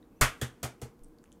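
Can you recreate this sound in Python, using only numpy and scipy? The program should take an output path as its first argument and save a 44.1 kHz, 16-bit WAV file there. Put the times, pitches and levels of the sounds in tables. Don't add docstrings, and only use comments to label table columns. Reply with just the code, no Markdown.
import sys
import numpy as np
from scipy import signal
from scipy.io import wavfile

SR = 44100
rng = np.random.default_rng(int(sys.argv[2]) if len(sys.argv) > 2 else 0)


def volts_from_decibels(level):
    exponent = np.asarray(level, float) / 20
    return 10 ** exponent


def int16_out(signal):
    q = np.round(np.clip(np.atleast_2d(signal).T, -1, 1) * 32767)
    wavfile.write(sys.argv[1], SR, q.astype(np.int16))


N = 61739


def rms_one(x):
    return x / np.sqrt(np.mean(x ** 2) + 1e-20)


def at_hz(points, hz):
    table_hz, value = np.transpose(points)
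    return np.interp(np.log(hz), np.log(table_hz), value)


def ring(x, hz, t60):
    r = volts_from_decibels(-60 / (t60 * SR))
    w = 2 * np.pi * hz / SR
    return signal.lfilter([0, np.sin(w)], [1, -2 * r * np.cos(w), r * r], x + 1e-18)


def bandpass(x, low_hz, high_hz):
    return signal.sosfilt(signal.butter(2, [low_hz, high_hz], "band", fs=SR, output="sos"), x)


def lowpass(x, hz, order=2):
    return signal.sosfilt(signal.butter(order, hz, fs=SR, output="sos"), x)


def bands(pair, low_hz):
    edges = low_hz * 2 ** np.arange(0, 12, 0.5)
    edges = edges[edges < 0.45 * SR]
    return [(np.sqrt(a * b), bandpass(pair[k % 2], a, b)) for k, (a, b) in enumerate(zip(edges, edges[1:]))]


def coloured(x, spectrum):
    lowest, highest = spectrum[0][0] / 1.2, spectrum[-1][0] * 1.5 / 1.2
    return sum(volts_from_decibels(at_hz(spectrum, hz)) * band
               for hz, band in bands([x, -x], 140) if lowest < hz < highest)


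def click_at(s, gain):
    x = np.zeros(N)
    x[int(s * SR)] = gain
    return x


# frequency in Hz, level in dB per Hz
HUSH_COLOUR = [(20, 4.5), (117, -3.5), (265, 2.5), (500, -11.5), (1020, -16.5), (2500, -33.5),
               (6000, -35.5), (16500, -36.5)]
# frequency in Hz, width in Hz, level in dB
HUM_PARTIALS = [(178, 12, -86.5), (258, 14, -75), (315.3, 23, -67.5), (338.7, 12, -88), (463, 8, -69.5),
                (477.7, 10, -74), (790, 9.2, -96), (15400, 40, -99)]


def kitchen():
    white = rng.standard_normal((2, N + SR))
    hush = sum(volts_from_decibels(at_hz(HUSH_COLOUR, hz)) * band for hz, band in bands(white, 25))[SR:]
    out = volts_from_decibels(-59.5) * rms_one(hush)
    for hz, width_hz, db in HUM_PARTIALS:
        partial = ring(rng.standard_normal(N + SR), hz, 4.9 / width_hz)[SR:]
        out += volts_from_decibels(db) * rms_one(partial)
    return out


# start in seconds, level in dB, pitch in Hz, ring in cycles
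SHELL_TICKS = [(0.027, -63.5, 3850, 19), (0.0278, -63.5, 1900, 6.5), (0.2075, -64, 8100, 20),
               (0.38, -62, 13300, 8), (0.798, -67, 2700, 12), (0.993, -55.5, 11240, 2.9),
               (1.025, -69.5, 13500, 8), (1.0358, -54.5, 8040, 8.3), (1.0346, -56.5, 11490, 6.5),
               (1.0355, -72.5, 5300, 8), (1.039, -51, 9430, 13.8), (1.045, -54, 8230, 18),
               (1.047, -67, 5700, 19), (1.086, -59, 11170, 2.9), (1.186, -60, 4600, 9.8),
               (1.1862, -61, 10400, 4), (1.232, -65, 8030, 11.3), (1.241, -54.5, 1700, 3.4),
               (1.2406, -56.5, 2920, 4.3), (1.2398, -56.5, 6360, 10.6), (1.2413, -55, 9600, 6.2),
               (1.257, -61, 2540, 4), (1.269, -80, 2600, 6.6), (1.260, -63, 9100, 2.9),
               (1.277, -64.5, 2540, 2.7), (1.3194, -57.5, 3140, 9.7), (1.3182, -58.5, 10400, 7),
               (1.3192, -57, 6800, 12), (1.327, -48, 7350, 4)]


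def ticks():
    spread_s = 0.00012
    out, t = np.zeros(N + SR), np.arange(SR // 20) / SR
    for s, db, hz, cycles in SHELL_TICKS:
        rag = rng.standard_normal(len(t)) * np.exp(-t / spread_s)
        t60 = cycles / hz
        snap = ring(ring(rag, hz, t60), hz, t60)
        start = int(s * SR)
        out[start:start + len(t)] += volts_from_decibels(db + 3.5) * snap / np.abs(snap).max()
    return out[:N]


# frequency in Hz, t60 in seconds
ROOM_DECAY = [(200, .22), (500, .22), (1400, 0.21), (3000, .21), (7500, 0.17), (12000, 0.17), (16000, 0.11)]


def room(x):
    rise_s, late_db, late_stretch = 0.0048, -42.5, 7.6
    t = np.arange(SR // 2) / SR
    echo = np.zeros(len(t))
    for hz, noise in bands(rng.standard_normal((2, len(t))), 140):
        fall_db = -60 * t / at_hz(ROOM_DECAY, hz)
        echo += noise * (volts_from_decibels(fall_db) + volts_from_decibels(late_db + fall_db / late_stretch))
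    echo *= 1 - np.exp(-(t / rise_s) ** 2)
    return signal.fftconvolve(x, echo / np.sqrt(np.sum(echo ** 2)))[:N]


# start in seconds, end in seconds, start pitch in Hz, end pitch in Hz,
# level in dB
RISING_SQUEAKS = [
    (0.098, 0.21, 11750, 13650, -83),
    (0.155, 0.21, 5600, 6500, -85),
]


def squeaks():
    bend, flicker_db, flicker_hz = 0.3, 3.0, 60
    rub_end_s, rub_hz, rub_width_hz, rub_db = 0.21, 2600, 200, -82
    out, t = np.zeros(N), np.arange(N) / SR
    for start, end, low_hz, high_hz, db in RISING_SQUEAKS:
        u = np.clip((t - start) / (end - start), 0, 1)
        hz = low_hz + (high_hz - low_hz) * (u + bend * u * (1 - u))
        flicker = rms_one(lowpass(rng.standard_normal(N), flicker_hz))
        level = volts_from_decibels(db + flicker_db * flicker) * np.clip(8 * u, 0, 1) * (t < end)
        out += level * np.sin(2 * np.pi * np.cumsum(hz) / SR)
    rub = rms_one(ring(rng.standard_normal(N), rub_hz, 2.2 / rub_width_hz))
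    return out + volts_from_decibels(rub_db) * rub * (t < rub_end_s) * t / rub_end_s


def burst(s):
    fall_s, rise_s, snaps_per_s = 0.0013, 0.009, 14000
    t = np.arange(SR // 25) / SR
    chance, size, side = rng.random((3, len(t)))
    snaps = (chance < snaps_per_s / SR) * volts_from_decibels(-1.5 * np.log(size)) * np.sign(side - 0.5)
    snaps = snaps * (1 - np.exp(-(t / rise_s) ** 2)) * np.exp(-t / fall_s)
    x, start = np.zeros(N), int(s * SR)
    x[start:start + len(t)] = snaps / np.sqrt(np.sum(snaps ** 2))
    return x


# start in seconds, splinter level in dB, edge ring level in dB, egg body level in dB,
# top of the edge ring in Hz
EGG_KNOCKS = [
    (0.2100, -27.5, -25, -35.5, 3240),
    (0.4126, -42.5, -42, -45.5, 2080),
    (0.6285, -41.5, -44, -42, 2680),
    (0.8145, -53, -53.5, -53, 2340),
]
# frequency in Hz, level in dB per Hz
SPLINTER_COLOUR = [(3000, -0.5), (4200, 4), (6000, 2.5), (8400, 5.5), (12000, -4), (15500, -5.5)]
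EDGE_COLOUR = [(700, -13.5), (1000, -2), (1400, 6.5), (2000, -1.5), (2900, 2), (4000, -9)]
BODY_COLOUR = [(170, -29), (240, -5.5), (340, -3.5), (480, 3.5), (680, 2.5), (960, -0.5), (1400, -25.5),
               (2000, -47.5)]
# pitch in Hz, level in dB, t60 in seconds
SHELL_RINGS = [(3000, -43.5, 0.002), (3330, -39, 0.007), (1245, -44.5, 0.0083), (460, -50, 0.045)]
CONTENTS_RINGS = [(720, -37, 0.0071), (489, -41.5, 0.03), (637, -39.5, 0.0033), (696, -48, 0.0044)]
RIM_RINGS = [(1400, -42, .03), (1900, -45, 0.0085), (2310, -49.5, 0.023), (1700, -59, 0.013)]


def knocks():
    direct_db, room_db, edge_swell_s = -3, 0.5, 0.0046
    dip_hz, dip_q, dip_share = 3950, 5.3, 0.41
    out, t = np.zeros(N), np.arange(N) / SR
    for knock, *notes in zip(EGG_KNOCKS, SHELL_RINGS, CONTENTS_RINGS, RIM_RINGS):
        s, splinter_db, edge_db, body_db, top_hz = knock
        hit = volts_from_decibels(direct_db) * burst(s) + volts_from_decibels(room_db) * room(click_at(s, 0.95))
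        swollen = hit * (1 - np.exp(-np.maximum(t - s, 0) / edge_swell_s))
        edge = lowpass(coloured(swollen, EDGE_COLOUR), top_hz, order=6)
        out += volts_from_decibels(splinter_db + 29.5) * coloured(hit, SPLINTER_COLOUR)
        out += volts_from_decibels(edge_db + 38.5) * edge
        out += volts_from_decibels(body_db + 41.5) * coloured(hit, BODY_COLOUR)
        for hz, db, t60 in notes:
            out += volts_from_decibels(db + 10) * ring(hit, hz, t60)
    peak = signal.lfilter(*signal.iirpeak(dip_hz, dip_q, fs=SR), out)
    return out - dip_share * peak


# start in seconds, level in dB, pitch in Hz, t60 in seconds
LEG_SWAYS = [
    (0.2105, -17.5, 31.5, 0.17),
    (0.415, -59, 40, 0.11),
    (1.013, -43.5, 23.39, 0.44),
]


def sways():
    rocking = sum(ring(click_at(s, volts_from_decibels(db)), hz, t60) for s, db, hz, t60 in LEG_SWAYS)
    return lowpass(rocking, 140)


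# thud start in seconds, thud level in dB, thud pitch in Hz,
# table boom start in seconds, boom level in dB
EGG_LANDINGS = [
    (0.2108, -19.5, 404, 0.2205, -28),
    (0.4188, -25.5, 450, 0.4235, -32.5),
    (0.6323, -20, 556, 0.6392, -37),
    (0.8198, -41.5, 453, 0.8258, -40.5),
]
# pitch in Hz, level in dB, t60 in seconds
TABLE_MODES = [(78.6, -4, 0.18), (105, -2, 0.036), (124, 6.5, .17), (231.7, -0.5, 0.14)]


def landings():
    thud_cycles = 2.9
    out = np.zeros(N)
    for s, thud_db, thud_hz, boom_s, boom_db in EGG_LANDINGS:
        out -= ring(click_at(s, volts_from_decibels(thud_db)), thud_hz, thud_cycles / thud_hz)
        push = bandpass(click_at(boom_s, volts_from_decibels(boom_db)), 55, 245)
        for hz, db, t60 in TABLE_MODES:
            out += volts_from_decibels(db) * ring(push, hz, t60)
    return out


def scene():
    small = ticks()
    shell = small + volts_from_decibels(-10) * room(small)
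    mix = kitchen() + shell + squeaks() + knocks() + sways() + landings()
    return mix[None]


def top_cut(x):
    return signal.sosfilt(signal.butter(12, 16820, fs=SR, output="sos"), x)


def record(dry):
    cut = signal.sosfilt(signal.cheby2(10, 50, 16700, fs=SR, output="sos"), dry)
    return top_cut(cut)


dry = scene()
out = record(dry)
int16_out(out)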